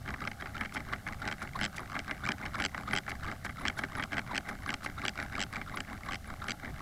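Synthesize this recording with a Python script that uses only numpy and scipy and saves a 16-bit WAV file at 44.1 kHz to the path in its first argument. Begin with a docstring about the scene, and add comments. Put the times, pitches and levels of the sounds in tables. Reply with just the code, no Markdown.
"""A river's low rumble and steady wash run throughout, heard from inside a housing drawn underwater by a boat.
A lure wobbles on its line just ahead, about six swings a second: its swivel and line stick and slip in
sharp ticks, short noisy forces that ring the resonances of the housing and tackle, over fine chatter and
rubbing. Bubbles gurgle as rising sine rings, the line squeaks in short rising tones, and small metal parts
ping, jingle and scrape through high resonances."""
import sys
import numpy as np
from scipy import signal
from scipy.fft import rfft, irfft
from scipy.io import wavfile

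SR = 44100
rng = np.random.default_rng(int(sys.argv[2]) if len(sys.argv) > 2 else 0)


def unload_audio(sound):
    """Save the sound as a 16-bit wav file, at the path given as the first command line argument."""
    columns = np.transpose(np.atleast_2d(sound))
    # keep every value between -1 and 1, then stretch to whole-number steps
    steps = np.round(np.clip(columns, -1, 1) * 32767)
    wavfile.write(sys.argv[1], SR, steps.astype(np.int16))


N = 300321
TIME = np.arange(N) / SR

# resonances of the housing and tackle, from deep shell to bright metal:
# centre_hz [Hz], width_hz [Hz], relative_level_db [dB]
SHELL_MODES = [(113, 45, -5), (210.5, 18.2, 3.5), (280.6, 50.6, -2), (390.5, 20.7, -4.5), (621, 267, -8.5),
               (837, 76, -3)]
BODY_MODES = [(1158, 212, 6), (1390, 438, 9.5), (1526, 405, 10), (1792, 244, 3.5), (2065, 256, 4.5),
              (2346, 162, -0.5)]
HARD_MODES = [(2680, 740, 0), (3201, 226, 3.5), (3960, 370, -9.5), (4760, 280, -4), (5120, 340, -6.5),
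              (5900, 560, -10.5), (6075, 185, -7.5), (6800, 750, -17.5), (7620, 280, -9), (9300, 300, -52)]
RASP_MODE = [(3750, 440, 0)]
METAL_MODES = [(10620, 210, 14), (11180, 480, 0.5), (13500, 270, -10)]
# each wobble of the lure, an easy swing back and then a hard pull, with levels ahead of the layer trims:
# back_crest_s [s], back_level_db [dB], pull_crest_s [s], pull_level_db [dB]
WOBBLES = [(.095, -46.5, .25, -46.5), (0.439, -48, .61, -45.5), (0.766, -46, .925, -46.5),
           (1.092, -46.5, 1.28, -42.5), (1.432, -46, 1.622, -44), (1.789, -44.5, 1.962, -46),
           (2.106, -46, 2.29, -42.5), (2.436, -43.5, 2.605, -41.5), (2.779, -44.5, 2.938, -41.5),
           (3.104, -45.5, 3.29, -45), (3.467, -50, 3.66, -43), (3.809, -45, 3.998, -42),
           (4.148, -44, 4.346, -42), (4.497, -44, 4.699, -44), (4.861, -47, 5.048, -44),
           (5.206, -43, 5.392, -42), (5.565, -44.5, 5.76, -46), (5.916, -46, 6.105, -45.5),
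           (6.298, -48.5, 6.485, -44.5), (6.656, -44.5, 6.83, -48)]


def from_db(db):
    """Turns decibels into an amplitude factor."""
    return 10 ** (np.asarray(db) / 20)


def rms_one(x):
    """Scales a sound to an rms of 1."""
    return x / np.sqrt(np.mean(x ** 2) + 1e-20)


def cut(x, hz, kind, order=2):
    """Butterworth filter; kind "low" keeps the lows, "high" the highs."""
    return signal.sosfilt(signal.butter(order, min(hz, .45 * SR), kind, fs=SR, output="sos"), x)


def coloured_noise(spectrum):
    """Steady noise with a given spectrum; rms 1."""
    hz, db = np.transpose(spectrum)
    bins = np.maximum(np.fft.rfftfreq(N, 1 / SR), 1)
    gain = from_db(np.interp(np.log(bins), np.log(hz), db))
    return rms_one(irfft(rfft(rng.standard_normal(N)) * gain, N))


def swell(crests, rise_s, fall_s, heights=1):
    """A sum of smooth humps, one at each crest."""
    coarse = TIME[::64]  # slow curves need few points
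    age = coarse[:, None] - crests
    humps = np.exp(-(age / np.where(age < 0, rise_s, fall_s)) ** 2)
    return np.interp(TIME, coarse, np.sum(heights * humps, axis=1))


def load(lag_s=0):
    """Strength of the rubbing: it swells and fades with every swing back and every pull."""
    back, back_db, pull, pull_db = np.transpose(WOBBLES)
    easy = swell(back + lag_s, rise_s=0.044, fall_s=0.052, heights=from_db(back_db))
    hard = swell(pull + lag_s, rise_s=.07, fall_s=0.052, heights=from_db(pull_db))
    # at the end of a pull the tension drops suddenly
    let_go_lag_s, let_go_s, let_go_db = 0.083, 0.021, -6.5
    let_go = from_db(let_go_db * swell(pull + lag_s + let_go_lag_s, let_go_s, let_go_s))
    idle_db = -61  # the line never goes quite slack
    return np.sqrt(easy ** 2 + (let_go * hard) ** 2 + from_db(idle_db) ** 2)


def resonate(force, modes, weight=lambda hz: 1):
    """Parallel resonances of alternating sign; weight says how strongly each is struck."""
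    out = 0
    for k, (hz, width, db) in enumerate(modes):
        r = np.exp(-np.pi * width / SR)  # a wider mode dies sooner
        poles = [1, -2 * r * np.cos(2 * np.pi * hz / SR), r * r]
        ring = signal.lfilter([1, 0, -1], poles, force + 1e-18)
        gain = (1 - r * r) / 2 * from_db(db) * weight(hz)
        out = out + (-1) ** k * gain * ring
    return out


def focused(centre, focus_db):
    """Where the line slips decides which body modes ring most; they fall off by octaves from that centre."""
    return lambda hz: from_db(-2 * focus_db * np.log2(hz / centre[:, None]) ** 2)


def contacts(scrape_s, snap):
    """One short force per scrape time: a snap, with a noisy scrape that swells and dies."""
    age = np.arange(SR // 25) / SR / scrape_s[:, None]  # in scrape times
    scrape = rng.standard_normal(age.shape) * age * np.exp(-age)
    scrape = scrape / np.linalg.norm(scrape, axis=1, keepdims=True)
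    return scrape + snap * (age == 0)


def disperse(force, lag_s):
    """Bending waves travel as the root of frequency, so the lows arrive last; lag_s holds at 1 kHz."""
    length = force.shape[1]
    khz = np.fft.rfftfreq(length, 1 / SR) / 1000
    phase = 4 * np.pi * 1000 * lag_s * np.sqrt(khz)
    return irfft(rfft(force) * np.exp(-1j * phase), length)


def place(times, sounds, level_db):
    """Sets each short sound at its time; its level is its energy spread over 6 ms."""
    sounds = sounds * np.sqrt(.006 * SR / np.sum(sounds ** 2, axis=1, keepdims=True))
    out = np.zeros(N + SR)  # room for tails past the end
    for s, sound, gain in zip(times, sounds, from_db(level_db)):
        start = max(round(s * SR), 0)
        out[start:start + len(sound)] += gain * sound
    return out[:N]


def grains(per_s, spread_db):
    """Tiny slips at random moments, of uneven size and either sign."""
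    sizes = from_db(spread_db * np.minimum(rng.exponential(1, N), 3)) * rng.choice([-1, 1], N)
    return sizes * (rng.random(N) < per_s / SR)


def river():
    """Rumble of flow and boat, easing after each pull and surging in eddies, over a steady wash and hiss."""
    # spectra of the rumble and of the wash: frequency_hz [Hz], relative_density_db [dB per Hz]
    rumble_spectrum = [(20, -1), (40, -1.5), (75, 2.5), (120, -1.5), (165, -4), (200, -16), (260, -13.5),
                       (500, -59)]
    water_spectrum = [(100, -5), (210, 0), (290, -15.5), (480, -18), (660, -8), (810, -8.5), (990, -44),
                      (1380, -12.5), (2100, -38), (2700, -22.5), (5000, -25), (10000, -28), (14500, -29.5),
                      (16000, -42)]
    # eddies buffet the housing: crest_s [s], rise_over_flow_db [dB]
    eddy_table = [(1.59, 5), (3.23, 7), (6.72, 7.5)]
    flow_db, water_db = -46, -54
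    slack_db, slack_lag_s, slack_s, eddy_s = -4.5, 0.11, 0.061, 0.027
    eddy_crests, eddy_db = np.transpose(eddy_table)
    slack = swell(np.array(WOBBLES)[:, 2] + slack_lag_s, slack_s, slack_s)
    moving_db = flow_db + slack_db * slack + swell(eddy_crests, eddy_s, eddy_s, eddy_db)
    rumble = from_db(moving_db) * coloured_noise(rumble_spectrum)
    return rumble + from_db(water_db) * coloured_noise(water_spectrum)


def slips():
    """All distinct ticks, single snaps and ratcheting runs: times, levels, hardnesses."""
    # the swivel lets go in one loud snap; hardness is treble over body, ahead of the layer trims:
    # start_s [s], level_db [dB], hardness_db [dB]
    snap_table = [(.139, -35, -11.5), (.2735, -31.5, -7), (.314, -39.5, -6), (.4215, -38, -10),
                  (.457, -37.5, -11), (.5786, -45.5, 0), (.6089, -30, -9.5), (.619, -36.5, -17),
                  (.9328, -30, -9.5), (1.0651, -35, -16.5), (1.2759, -33.5, -4), (1.4172, -33.5, -24),
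                  (1.6117, -31, -3.5), (1.952, -35, -11), (1.9633, -32, -14), (1.9904, -36.5, -1),
                  (2.0934, -35.5, -21), (2.1099, -31, -7), (2.288, -28.5, -5), (2.3044, -35.5, -15),
                  (2.3179, -35, 0.5), (2.5993, -30, -9), (2.6092, -35, -10), (2.6209, -34.5, -0.5),
                  (2.7448, -34, -10.5), (2.9319, -26, -8.5), (3.0785, -33, -15), (3.1154, -36.5, -6),
                  (3.282, -36, -13), (3.4468, -35, -18), (3.4622, -36, -11), (3.493, -37, -12),
                  (3.6516, -29, -9.5), (3.681, -30.5, 1), (3.6977, -34, -9), (3.7895, -31, -10.5),
                  (3.8356, -29.5, -11), (3.996, -30, -13.5), (4.3779, -31.5, 1.5), (4.4879, -35, -13),
                  (4.69, -30.5, -7), (4.7032, -36, -0.5), (4.7399, -34.5, .5), (4.8599, -31.5, -9),
                  (5.0508, -31, -3.5), (5.0615, -42, 2.5), (5.0804, -33, 3.5), (5.0915, -40.5, 1),
                  (5.1875, -35, -15), (5.6133, -36, -11.5), (5.771, -34, -6), (5.8035, -37, 1),
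                  (6.4828, -33.5, -5)]
    # or it ratchets through evenly spaced ticks, with mean level and hardness ahead of the layer trims:
    # first_s [s], last_s [s], level_db [dB], hardness_db [dB]
    run_table = [(0.0766, 0.0872, -37.5, -9.5), (0.648, 0.6563, -38, -7.5), (0.757, 0.7733, -35, -10),
                 (1.3126, 1.324, -35.5, -5), (1.6219, 1.6592, -36, 0), (2.4534, 2.461, -38, -5.5),
                 (2.639, 2.66, -34, 1), (2.9507, 2.9838, -33.5, -1), (3.662, 3.6717, -37.5, -1),
                 (4.024, 4.036, -34.5, -4), (4.1192, 4.1399, -35, -9), (4.168, 4.1915, -32, -7.5),
                 (4.3463, 4.364, -36.5, -2), (5.393, 5.435, -37.5, 2), (6.1088, 6.1545, -38.5, -3),
                 (6.4945, 6.5171, -38.5, 1.5)]
    gap_s = .0104  # approximate: a whole number of gaps fills the run
    arch_db, hardening_db = 4, 1  # a run is strongest in its middle and hardens as it goes
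    rows = list(snap_table)
    for first, last, db, hardness in run_table:
        count = round((last - first) / gap_s) + 1
        along = np.linspace(-1, 1, count)
        arch = np.mean(along ** 2) - along ** 2
        rows += zip(np.linspace(first, last, count), db + arch_db * arch, hardness + hardening_db * along)
    return np.transpose(rows)


def ticks(body_db=0.5, hard_db=0.0, thud_db=-6.5, focus_db=9.5, scatter_db=1.5, scrape_s=0.00083,
          softening_db=0.72, tilt_per_db=0.75):
    """Every slip rings the housing; hard ones are brief and reach the high modes, soft ones drag on."""
    s, level, hardness = slips()
    centre = 1840 * 2 ** (.017 * hardness)  # Hz; harder ticks ring higher
    drag_s = scrape_s * from_db(-softening_db * hardness)
    force = disperse(contacts(drag_s, snap=0.92), lag_s=0.000708)

    def chance(hz):
        """Uneven striking of one mode from tick to tick."""
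        return from_db(scatter_db * rng.standard_normal((len(s), 1)))

    def tilted(hz):
        """Hardness tilts the striking toward the higher modes, octave by octave."""
        octaves = np.log2(hz / HARD_MODES[0][0])
        return chance(hz) * from_db(tilt_per_db * hardness[:, None] * octaves)

    body = cut(resonate(force, BODY_MODES, focused(centre, focus_db)), 3570, "low", order=4)
    hard = cut(resonate(force, HARD_MODES, tilted), 2100, "high")
    hard = cut(hard, 8900, "low", order=4)
    thud = cut(resonate(force, SHELL_MODES, chance), 1120, "low", order=4)
    placed_body = place(s, body, level + body_db)
    placed_hard = place(s, hard, level + hardness + hard_db)
    return placed_body + placed_hard + place(s, thud, level + thud_db)


def chatter(rub, rasp, gap_s=.011, jitter=.22, uneven_db=10.0, body_db=-1.0, rasp_db=2.5, centre_hz=1600,
            focus_db=19.0):
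    """Through each swing the line grips and lets go in small, tightly packed ticks, each with its own colour."""
    chance = rng.standard_normal((3, N // 200))  # rows: spacing, strength, colour
    s = np.cumsum(gap_s * np.exp(jitter * chance[0]))
    force = disperse(contacts(np.full(len(s), .0006), snap=0.66), lag_s=0.00087)
    # a big slip spends the tension: no small one falls right beside it
    nearest_slip_s = np.abs(s[:, None] - slips()[0]).min(axis=1)
    free = (nearest_slip_s > .7 * gap_s) & (s < TIME[-1])
    s, force, chance = s[free], force[free], chance[:, free]
    strength = uneven_db * np.minimum(chance[1], 1)
    colour = focused(centre_hz * np.exp(jitter * chance[2]), focus_db)
    body = cut(resonate(force, BODY_MODES, colour), 3400, "low", order=4)
    hard = cut(cut(resonate(force, HARD_MODES), 4200, "high"), 7800, "low")
    return rub * place(s, body, strength + body_db) + rasp * place(s, hard, strength + rasp_db)


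def rubbing(rub, tug, rasp, body_db=-4.0, rasp_db=-3.5, tug_db=-1.0):
    """Between the ticks the line creeps under load, in fine grains through the tackle's resonances."""
    creep = grains(per_s=2000, spread_db=5.5)
    body = rms_one(cut(resonate(creep, BODY_MODES), 2180, "low", order=6))
    hard = rms_one(resonate(creep, RASP_MODE))
    shell = rms_one(cut(resonate(creep, SHELL_MODES), 923, "low", order=4))
    return from_db(body_db) * rub * body + from_db(rasp_db) * rasp * hard + from_db(tug_db) * tug * shell


def gurgle(rub, gap_s=.016, centre_hz=1400, spread=0.19, rise_per_s=18.0, gain_db=1.0):
    """Small bubbles shed on each swing ring briefly, each at its own rising pitch."""
    wait, size = rng.standard_normal((2, N // 300))
    s = np.cumsum(gap_s * np.exp(wait / 2))
    hz = centre_hz * np.exp(spread * np.clip(size, -2, 2))[:, None]
    age = np.arange(SR // 30) / SR
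    cycles = hz * (age + rise_per_s * age ** 2 / 2)
    rings = np.sin(2 * np.pi * cycles) * cycles * np.exp(-cycles / 2)  # peaks after two cycles
    heard = s < TIME[-1]
    return rub * place(s[heard], rings[heard], np.full(heard.sum(), gain_db))


def jingle(rub, gain_db=-24.5):
    """The hooks tremble faintly against their rings on every swing: sparse grains through the metal modes."""
    metal = resonate(grains(per_s=50, spread_db=9.0), METAL_MODES)
    return from_db(gain_db) * rub * rms_one(cut(metal, 8500, "high"))


def squeaks(attack_s=0.0036, length_s=0.0055, rise_per_s=8.0, rasp_db=-17.5, roughness=0.1, gain_db=1.0):
    """A short rough tone that rises as the line tightens, with a little rasp on top."""
    # the line takes up the load, with level ahead of gain_db and pitch at the crest:
    # crest_s [s], level_db [dB], pitch_hz [Hz]
    squeak_table = [(.221, -36.5, 1250), (0.403, -41.5, 1580), (.554, -38, 1330), (0.929, -34, 1107),
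                    (1.222, -36.5, 1460), (1.559, -32.5, 1113), (1.946, -38, 1160), (2.085, -40, 1570),
                    (2.241, -35, 1540), (2.548, -33, 1265), (2.881, -33.5, 1290), (3.233, -39.5, 1440),
                    (3.279, -36.5, 1220), (3.586, -39, 1390), (3.777, -37.5, 1530), (3.976, -37.5, 1257),
                    (4.316, -35, 1069), (4.681, -38.5, 1650), (4.983, -37, 1370), (5.04, -35.5, 1180),
                    (5.678, -41.5, 1350), (5.744, -37.5, 1106), (6.09, -35.5, 1105), (6.422, -36.5, 1389)]
    s, level, pitch_hz = np.transpose(squeak_table)
    age = np.arange(-SR // 40, SR // 30) / SR  # zero at the crest
    grit = rng.standard_normal((len(s), len(age)))
    cycles = pitch_hz[:, None] * (age + rise_per_s * age ** 2 / 2)
    tone = np.sin(2 * np.pi * cycles + roughness * np.cumsum(grit, axis=1))
    voice = cut(tone, 2300, "low", order=4) + from_db(rasp_db) * rms_one(resonate(grit, RASP_MODE))
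    envelope = np.exp(-(age / np.where(age < 0, attack_s, length_s)) ** 2 / 2)
    return place(s + age[0], voice * envelope, level + gain_db)


def pings(gain_db=-8.0):
    """Hooks and rings brush each other and ring very high."""
    # small metal parts touch, with level ahead of gain_db: start_s [s], level_db [dB]
    ping_table = [(.608, -47), (1.195, -54), (1.607, -43), (1.951, -56), (2.601, -43), (2.936, -36),
                  (4.686, -45.5), (4.841, -49), (5.047, -45), (5.526, -49), (5.758, -39.5), (6.272, -48),
                  (6.477, -46)]
    s, level = np.transpose(ping_table)
    brush = contacts(np.full(len(s), .0012), snap=0)
    return place(s, cut(resonate(brush, METAL_MODES), 8420, "high"), level + gain_db)


def scrapes(length_s=0.0059, metal_db=-18.0, gain_db=3.0):
    """A short bright rasp as a hook drags through its ring."""
    # metal drags over metal, with level ahead of gain_db: crest_s [s], level_db [dB]
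    scrape_table = [(0.746, -47.5), (1.427, -49), (1.768, -47), (2.588, -55), (3.097, -48), (3.453, -46.5),
                    (3.789, -46), (4.493, -49.5), (4.846, -46)]
    s, level = np.transpose(scrape_table)
    age = np.arange(-SR // 30, SR // 30) / SR  # zero at the crest
    spiky = rng.standard_normal((len(s), len(age))) ** 3  # cubing makes a few grains stand out
    force = spiky * np.exp(-(age / length_s) ** 2 / 2)
    rasp = cut(cut(force, 2600, "high"), 6500, "low")
    rasp = rasp + from_db(metal_db) * 2 * resonate(force, METAL_MODES)
    return place(s + age[0], rasp, level + gain_db)


def scene(tug_db=1.0, rasp_db=-15.5):
    """One load drives the rubbing, the rasp just ahead of it and the tug on the housing just behind."""
    rub = load()
    tug = from_db(tug_db) * load(lag_s=0.009)
    rasp = from_db(rasp_db) * load(lag_s=-0.0036)
    line = ticks() + chatter(rub, rasp) + rubbing(rub, tug, rasp) + squeaks()
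    metal = jingle(rub) + pings() + scrapes()
    return (river() + line + gurgle(rub) + metal)[None]


def record(dry):
    """The top is cut steeply above 15.8 kHz by an elliptic low-pass."""
    return signal.sosfilt(signal.ellip(10, .2, 80, 15800, fs=SR, output="sos"), dry)


dry = scene()
out = record(dry)
unload_audio(out)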